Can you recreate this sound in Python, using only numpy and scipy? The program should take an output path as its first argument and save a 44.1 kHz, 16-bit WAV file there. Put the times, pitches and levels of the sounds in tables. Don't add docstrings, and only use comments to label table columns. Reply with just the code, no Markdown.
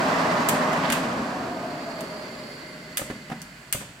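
import sys
import numpy as np
from scipy import signal
from scipy.fft import rfft, irfft
from scipy.io import wavfile

SR = 44100
rng = np.random.default_rng(int(sys.argv[2]) if len(sys.argv) > 2 else 0)


def master_out(mix):
    frames = np.transpose(np.atleast_2d(mix))
    ceiling = np.clip(frames, -1, 1)
    pcm = np.round(ceiling * 32767).astype(np.int16)
    wavfile.write(sys.argv[1], SR, pcm)


N = 176400
T = np.arange(N) / SR
POWER_OFF_S, FADE_DB_PER_S = 0.72, 25
SIDES = np.array([[.5], [-.5]])


def amp(db):
    return 10 ** (np.asarray(db) / 20)


def unit(x):
    return x / np.sqrt(np.mean(x ** 2) + 1e-20)


def read(points, hz):
    f, value = np.transpose(points)
    return np.interp(np.log(hz + 1), np.log(f + 1), value)


def tilted(points, tilt, hz):
    return amp(read(points, hz) + tilt * np.log2(hz + 20))


def curve(rows):
    s, *columns = np.transpose(rows)
    return [np.interp(T, s, c) for c in columns]


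def add(mix, start_s, sound):
    part = mix[:, round(start_s * SR):][:, :sound.shape[1]]
    part += sound[:, :part.shape[1]]


def wander(rate_hz):
    hz = np.fft.rfftfreq(N, 1 / SR)
    return unit(irfft(rfft(rng.standard_normal(N)) / (1 + (hz / rate_hz) ** 4), N))


def tone(hz, width_hz):
    phase = 2 * np.pi * np.cumsum(hz) / SR
    return unit(wander(width_hz / 2) * np.cos(phase) + wander(width_hz / 2) * np.sin(phase))


# freq_hz, likeness (clipped to 0..1)
MIC_LIKENESS = [(40, 0.7), (120, 1.2), (240, 1), (480, .87), (950, 0.59), (1900, -0.15), (3800, 0.54),
                (7500, 0.34)]
# freq_hz, left_minus_right_db
MIC_BALANCE = [(240, 0.1), (950, 0), (1900, -3.5), (3800, -4.5), (7500, -2.5), (15000, 6.5)]
def noise(shape, size=N):
    hz = np.fft.rfftfreq(size, 1 / SR)
    mid, side = rfft(rng.standard_normal((2, size)))
    likeness = np.clip(read(MIC_LIKENESS, hz), 0, 1)
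    mid, side = mid * np.sqrt(1 + likeness), side * np.sqrt(1 - likeness)
    pair = np.array([mid + side, mid - side]) * amp(SIDES * read(MIC_BALANCE, hz))
    return unit(irfft(pair * shape(hz), size))


def band(points, ripple_db=2.5, ripple_hz=9):
    grid = np.arange(4000) * ripple_hz
    ripple = rng.standard_normal(len(grid))
    return noise(lambda hz: amp(read(points, hz) + ripple_db * np.interp(hz, grid, ripple)))


# freq_hz, t60_s
ROOM_DECAY = [(150, 0.79), (600, 0.42), (1500, 0.42), (3500, 0.67), (9000, 0.39), (15000, 0.23)]
def room(x, early_s=0.005, early_gain=2.5):
    hz, t, spectra = signal.stft(rng.standard_normal((2, SR // 2)), SR, nperseg=256)
    decay = amp(-60 * t / read(ROOM_DECAY, hz)[:, None])
    tail = signal.istft(spectra * decay, SR, nperseg=256)[1]
    t = np.arange(tail.shape[1]) / SR
    onset = np.clip(t / 0.002 - .5, 0, 1)
    tail = tail * onset * (1 + early_gain * np.exp(-t / early_s))
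    return signal.fftconvolve(x, tail / np.linalg.norm(tail[0]), axes=1)[:, :N]


# freq_hz, density_db
SHOP_SPECTRUM = [(20, -31), (50, 5), (85, -8), (160, 8.5), (260, -7.5), (380, -22), (700, -19), (1450, -14),
                 (2050, -13), (3000, -12), (3900, -30), (6300, -21), (7700, -12), (8400, -24),
                 (9000, -17.5), (10200, -25), (16000, -30)]
def room_tone(level_db=-50.5):
    return amp(level_db) * band(SHOP_SPECTRUM)


# freq_hz, density_db
SCRAPE_SPECTRUM = [(800, -9), (1900, 8), (2900, 4), (4500, -0.5), (8000, -36), (16000, -33)]
def plug_scrape(peak_s=0.915, width_s=0.06, level_db=-35, grain_db=4.0):
    stroke = np.exp(-.5 * ((T - peak_s) / width_s) ** 2)
    return band(SCRAPE_SPECTRUM) * amp(level_db + grain_db * wander(120)) * stroke


# start_s, level_db, rise_s, decay_s, tilt_db_per_octave, hollow_hz, hollow_db
TORCH_PUFFS = [(2.989, -29.5, 0.0067, 0.0065, 4, 575, -30), (3.011, -27.5, 0.0067, 0.0048, .5, 591, -30),
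               (3.096, -27, 0.0054, .0105, 1, 400, -33), (3.100, -37, .006, 0.016, 2.5, 280, -30),
               (3.2974, -32.5, 0.0024, 0.0092, 2.5, 805, -38),
               (3.309, -26.5, 0.011, 0.0094, .8, 741, -35.5), (3.744, -29, 0.0054, 0.01, 0.2, 584, -29.5),
               (3.796, -36, 0.016, 0.016, 2.5, 203, -37)]
# freq_hz, density_db
PUFF_SPECTRUM = [(40, -14), (110, -5), (210, 6.5), (310, -2), (450, -6), (750, -7), (1100, -11),
                 (1800, -11), (3000, -23.5), (8000, -38.5), (16000, -49)]
def torch_puffs(hollow_decay_s=0.009, room_db=-5):
    direct, t = np.zeros((2, N)), T[:SR // 8]
    for start_s, db, rise_s, decay_s, tilt, hollow_hz, hollow_db in TORCH_PUFFS:
        attack = np.minimum(t / rise_s, 1) ** 2
        past_peak_s = np.maximum(t - rise_s, 0)
        gas = noise(lambda hz: tilted(PUFF_SPECTRUM, tilt, hz), size=len(t))
        burst = amp(db) * np.exp(-past_peak_s / decay_s) * gas
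        hollow = amp(hollow_db) * np.exp(-past_peak_s / hollow_decay_s) * np.sin(2 * np.pi * hollow_hz * t)
        add(direct, start_s, attack * (burst + hollow))
    return direct + amp(room_db) * room(direct)[0]


# pitch_hz, relative_db, t60_s
METAL_MODES = [(1646, -16, .06), (2110, -25, .13), (2820, -18.5, 0.14), (3550, -19.5, 0.061),
               (4700, -24.5, 0.086), (6000, -26.5, 0.11), (8870, -19, .08)]
def metal_ring(tilt, pan_db, detune=.012, trim_db=-1):
    t, ring = T[:SR // 5], 0
    for hz, db, t60_s in METAL_MODES:
        pitch_hz = hz * (1 + detune * rng.uniform(-1.04, 1))
        level_db = db + tilt * np.log2(hz / 4000) + SIDES * pan_db * read(CLACK_PAN_SHARE, hz)
        phase = 2 * np.pi * (pitch_hz * t + rng.random((2, 1)))
        ring = ring + amp(level_db - 60 * t / t60_s) * np.sin(phase)
    return amp(trim_db) * ring


def crack(t, gains, decay_s=.0018):
    burst = rng.standard_normal((2, len(t))) * np.exp(-abs(t) / decay_s) * (t >= 0)
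    spectrum = gains * np.exp(1j * np.angle(rfft(burst)))
    fade = np.cos(np.pi / 2 * t / t[-1]) ** 2
    return fade * irfft(spectrum, len(t)) * np.sqrt(decay_s * SR / 2)


# start_s, level_db, pan_db, rebound_after_s, rebound_relative_db, tilt_db_per_octave
CATCH_SNAPS = [(0.4877, -12, 5, 0.006, -3.5, 0), (0.731, -28, 5, 0.003, -4, -4.5),
               (.901, -16.5, 5, 0.0027, -9, -4), (0.9229, -17, 3.5, 0.0047, 2, -1.5),
               (2.0078, -29, 4, .007, -16, 0.5), (2.972, -14.5, 3, 0.0072, -2, 1),
               (3.4179, -34, 14, 0.0084, -7, 1), (3.7265, -11, 3.5, 0.008, -9, 1)]
# freq_hz, density_db
CLACK_SPECTRUM = [(200, -20), (750, -13), (1250, 0), (2200, 1.5), (3400, 1.5), (4050, -9), (4700, -2),
                  (5350, -6), (6400, -1), (8000, 3.5), (9100, 2.5), (10600, -3), (13000, 1), (16000, -11)]
# freq_hz, factor
CLACK_PAN_SHARE = [(1000, 0.8), (3500, -1), (6000, -2.5), (9000, 1.46), (13000, 0.44)]
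def catch_clacks(room_db=-1.5):
    direct, to_walls = np.zeros((2, 2, N))
    t = np.arange(-8, 1016) / SR
    hz = np.fft.rfftfreq(len(t), 1 / SR)
    for start_s, db, pan_db, rebound_s, rebound_db, tilt in CATCH_SNAPS:
        colour = unit(tilted(CLACK_SPECTRUM, tilt, hz))
        balance = amp(SIDES * pan_db * read(CLACK_PAN_SHARE, hz))
        add(direct, start_s, amp(db) * metal_ring(tilt, pan_db))
        for hit_s, hit_db in ((start_s, db), (start_s + rebound_s, db + rebound_db)):
            add(direct, hit_s + t[0], amp(hit_db) * crack(t, colour * balance))
            add(to_walls, hit_s + t[0], amp(hit_db) * crack(t, colour))
    return direct + amp(room_db) * room(to_walls)


def run_down(db_per_s):
    return amp(-db_per_s * np.maximum(T - POWER_OFF_S, 0))


# pitch_hz, level_db
MOTOR_WHINES = [(1823, -47), (2037, -46.5), (2690, -55)]
def motor(width_hz=14):
    whines = sum(amp(db) * np.array([tone(np.full(N, hz), width_hz) for mic in range(2)])
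                 for hz, db in MOTOR_WHINES)
    return whines * run_down(2 * FADE_DB_PER_S)


# freq_hz, gain_db
CASING_BAND = [(3900, -26), (4330, -1), (4830, -2), (5300, -32)]
# time_s, level_db
WHINE_SWELL = [(1.62, -62), (1.73, -51), (2.3, -49.5), (2.6, -51.5), (3.2, -62)]
def bearing_whine(spacing=.25, width_hz=38):
    blade_hz, _ = curve(BLADE_GLIDE)
    comb = [order * spacing * blade_hz for order in range(20, 40)]
    pair = [sum(tone(hz, width_hz) * amp(read(CASING_BAND, hz)) for hz in comb) for mic in range(2)]
    balance = amp(SIDES * read(MIC_BALANCE, 4500))
    return unit(np.array(pair)) * balance * amp(curve(WHINE_SWELL)[0])


# time_s, level_db
HISS_LEVEL = [(0, -47), (1.15, -51), (1.55, -50), (1.75, -50.5), (2.25, -50), (2.55, -51.5), (2.9, -54),
              (3.4, -56.5), (4, -61)]
# freq_hz, density_db
HISS_SPECTRUM = [(2500, -3.5), (3900, -4.5), (4350, 4), (4850, 2), (5400, -12), (6600, -19), (7300, -4),
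                 (8400, -30), (10400, -14), (16000, -22)]
# time_s, pitch_hz, level_db
BEARING_WHISTLE = [(1.5, 10750, -87), (2.1, 10650, -70), (2.6, 10210, -66), (3.1, 10100, -83)]
def bearings(flutter_db=1.24, whistle_rough_db=2.5):
    whine = bearing_whine()
    hiss = band(HISS_SPECTRUM) * amp(curve(HISS_LEVEL)[0])
    flutter = amp(flutter_db * wander(51))
    whistle_hz, whistle_db = curve(BEARING_WHISTLE)
    whistle = np.array([tone(whistle_hz, width_hz=380) for mic in range(2)])
    return (hiss + whine) * flutter + whistle * amp(whistle_db + whistle_rough_db * wander(12))


# time_s, pitch_hz, level_db
BLADE_GLIDE = [(1.0, 800, -64), (1.4, 734.5, -37.5), (1.78, 700.3, -38.5), (2.02, 645, -45),
               (2.25, 611.7, -47), (2.7, 562, -60), (4.0, 438.7, -85)]
def fan_blades(width_hz=36, lower_ratio=.915, lower_db=-6.5):
    pitch_hz, level_db = curve(BLADE_GLIDE)
    tones = tone(pitch_hz, width_hz) + amp(lower_db) * tone(lower_ratio * pitch_hz, width_hz)
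    return tones * amp(level_db)


# pitch_hz, nominal_width_hz, full_speed_db, coasting_db, coast_peak_s
HOUSING_MODES = [(242, 55, -34, -57, 1.3), (153.7, 26, -40, -54, 2.4), (176.3, 28, -38, -58, 2.25),
                 (410, 270, -47, -47, 1.84), (615, 18, -37.5, -46, 1.99), (975, 27, -39, -68, 2.04),
                 (1102, 114, -35.5, -60, 2.5), (1237, 32, -43.5, -51, 1.2), (2017, 43, -44.5, -53.5, 2.75),
                 (2100, 78, -48, -51.5, 2.47), (4477, 45, -60, -57.5, 2.23)]
def fan_housing(coast_width_s=0.76):
    air_drive, ringing = run_down(FADE_DB_PER_S), 0
    for pitch_hz, width_hz, full_db, coast_db, peak_s in HOUSING_MODES:
        mode = noise(lambda hz: 1 / (1 + ((hz - pitch_hz) / (0.36 * width_hz)) ** 2))
        rotor_drive = np.exp(-.5 * ((T - peak_s) / coast_width_s) ** 2)
        ringing = ringing + mode * np.hypot(amp(full_db) * air_drive, amp(coast_db) * rotor_drive)
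    return ringing


# time_s, rumble_db, roar_db, treble_db
AIR_LEVELS = [(0.0, -30, -23.5, -33.5), (0.46, -28.5, -24.5, -34.5), (0.72, -31.5, -24, -35.5),
              (0.93, -31.5, -27, -35), (1.15, -30.5, -29.5, -38.5), (1.53, -34, -35, -43),
              (1.86, -37.5, -38, -43), (2.12, -39, -39.5, -43), (2.35, -42.5, -43.5, -44),
              (2.82, -45, -51, -44.5), (3.2, -48.5, -53, -44.5), (3.56, -54, -54, -45),
              (4.0, -56.5, -54, -47)]
# freq_hz, density_db
RUMBLE_SPECTRUM = [(20, -46), (45, -40), (75, -15), (100, -13.5), (122, -13.5), (155, -7.5), (205, -5),
                   (245, 1), (320, -6.5), (450, -10.5), (650, -12.5), (1500, -61)]
ROAR_SPECTRUM = [(250, -32.5), (400, -14), (500, -11), (570, -4.5), (640, -2.5), (720, -5), (800, -6),
                 (980, -5), (1200, -6), (1350, -11.5), (1700, -12.5), (2500, -30.5), (5000, -63)]
TREBLE_SPECTRUM = [(800, -37), (1400, 2.5), (1850, 1), (2500, -3.5), (3600, -11.5), (4600, -10.5),
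                   (6000, -15), (8000, -19), (10500, -29.5), (13000, -30), (16000, -40)]
def fan_air(rumble_trim_db=-1, roar_trim_db=-1, treble_trim_db=3):
    rumble_db, roar_db, treble_db = curve(AIR_LEVELS)
    flutter = wander(rate_hz=22)
    rumble = band(RUMBLE_SPECTRUM) * amp(rumble_db + rumble_trim_db + 1.15 * wander(rate_hz=10))
    roar = band(ROAR_SPECTRUM) * amp(roar_db + roar_trim_db + .6 * flutter)
    treble = band(TREBLE_SPECTRUM) * amp(treble_db + treble_trim_db + .5 * flutter)
    return rumble + roar + treble * run_down(db_per_s=2.5)


def scene():
    burner = fan_air() + fan_housing() + motor() + fan_blades() + bearings()
    return burner + plug_scrape() + catch_clacks() + torch_puffs() + room_tone()


def record(dry):
    lowpass = signal.firwin(255, cutoff=16200, window=("kaiser", 9), fs=SR)
    return signal.oaconvolve(dry, lowpass[None], "same", axes=1)


dry = scene()
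out = record(dry)
master_out(out)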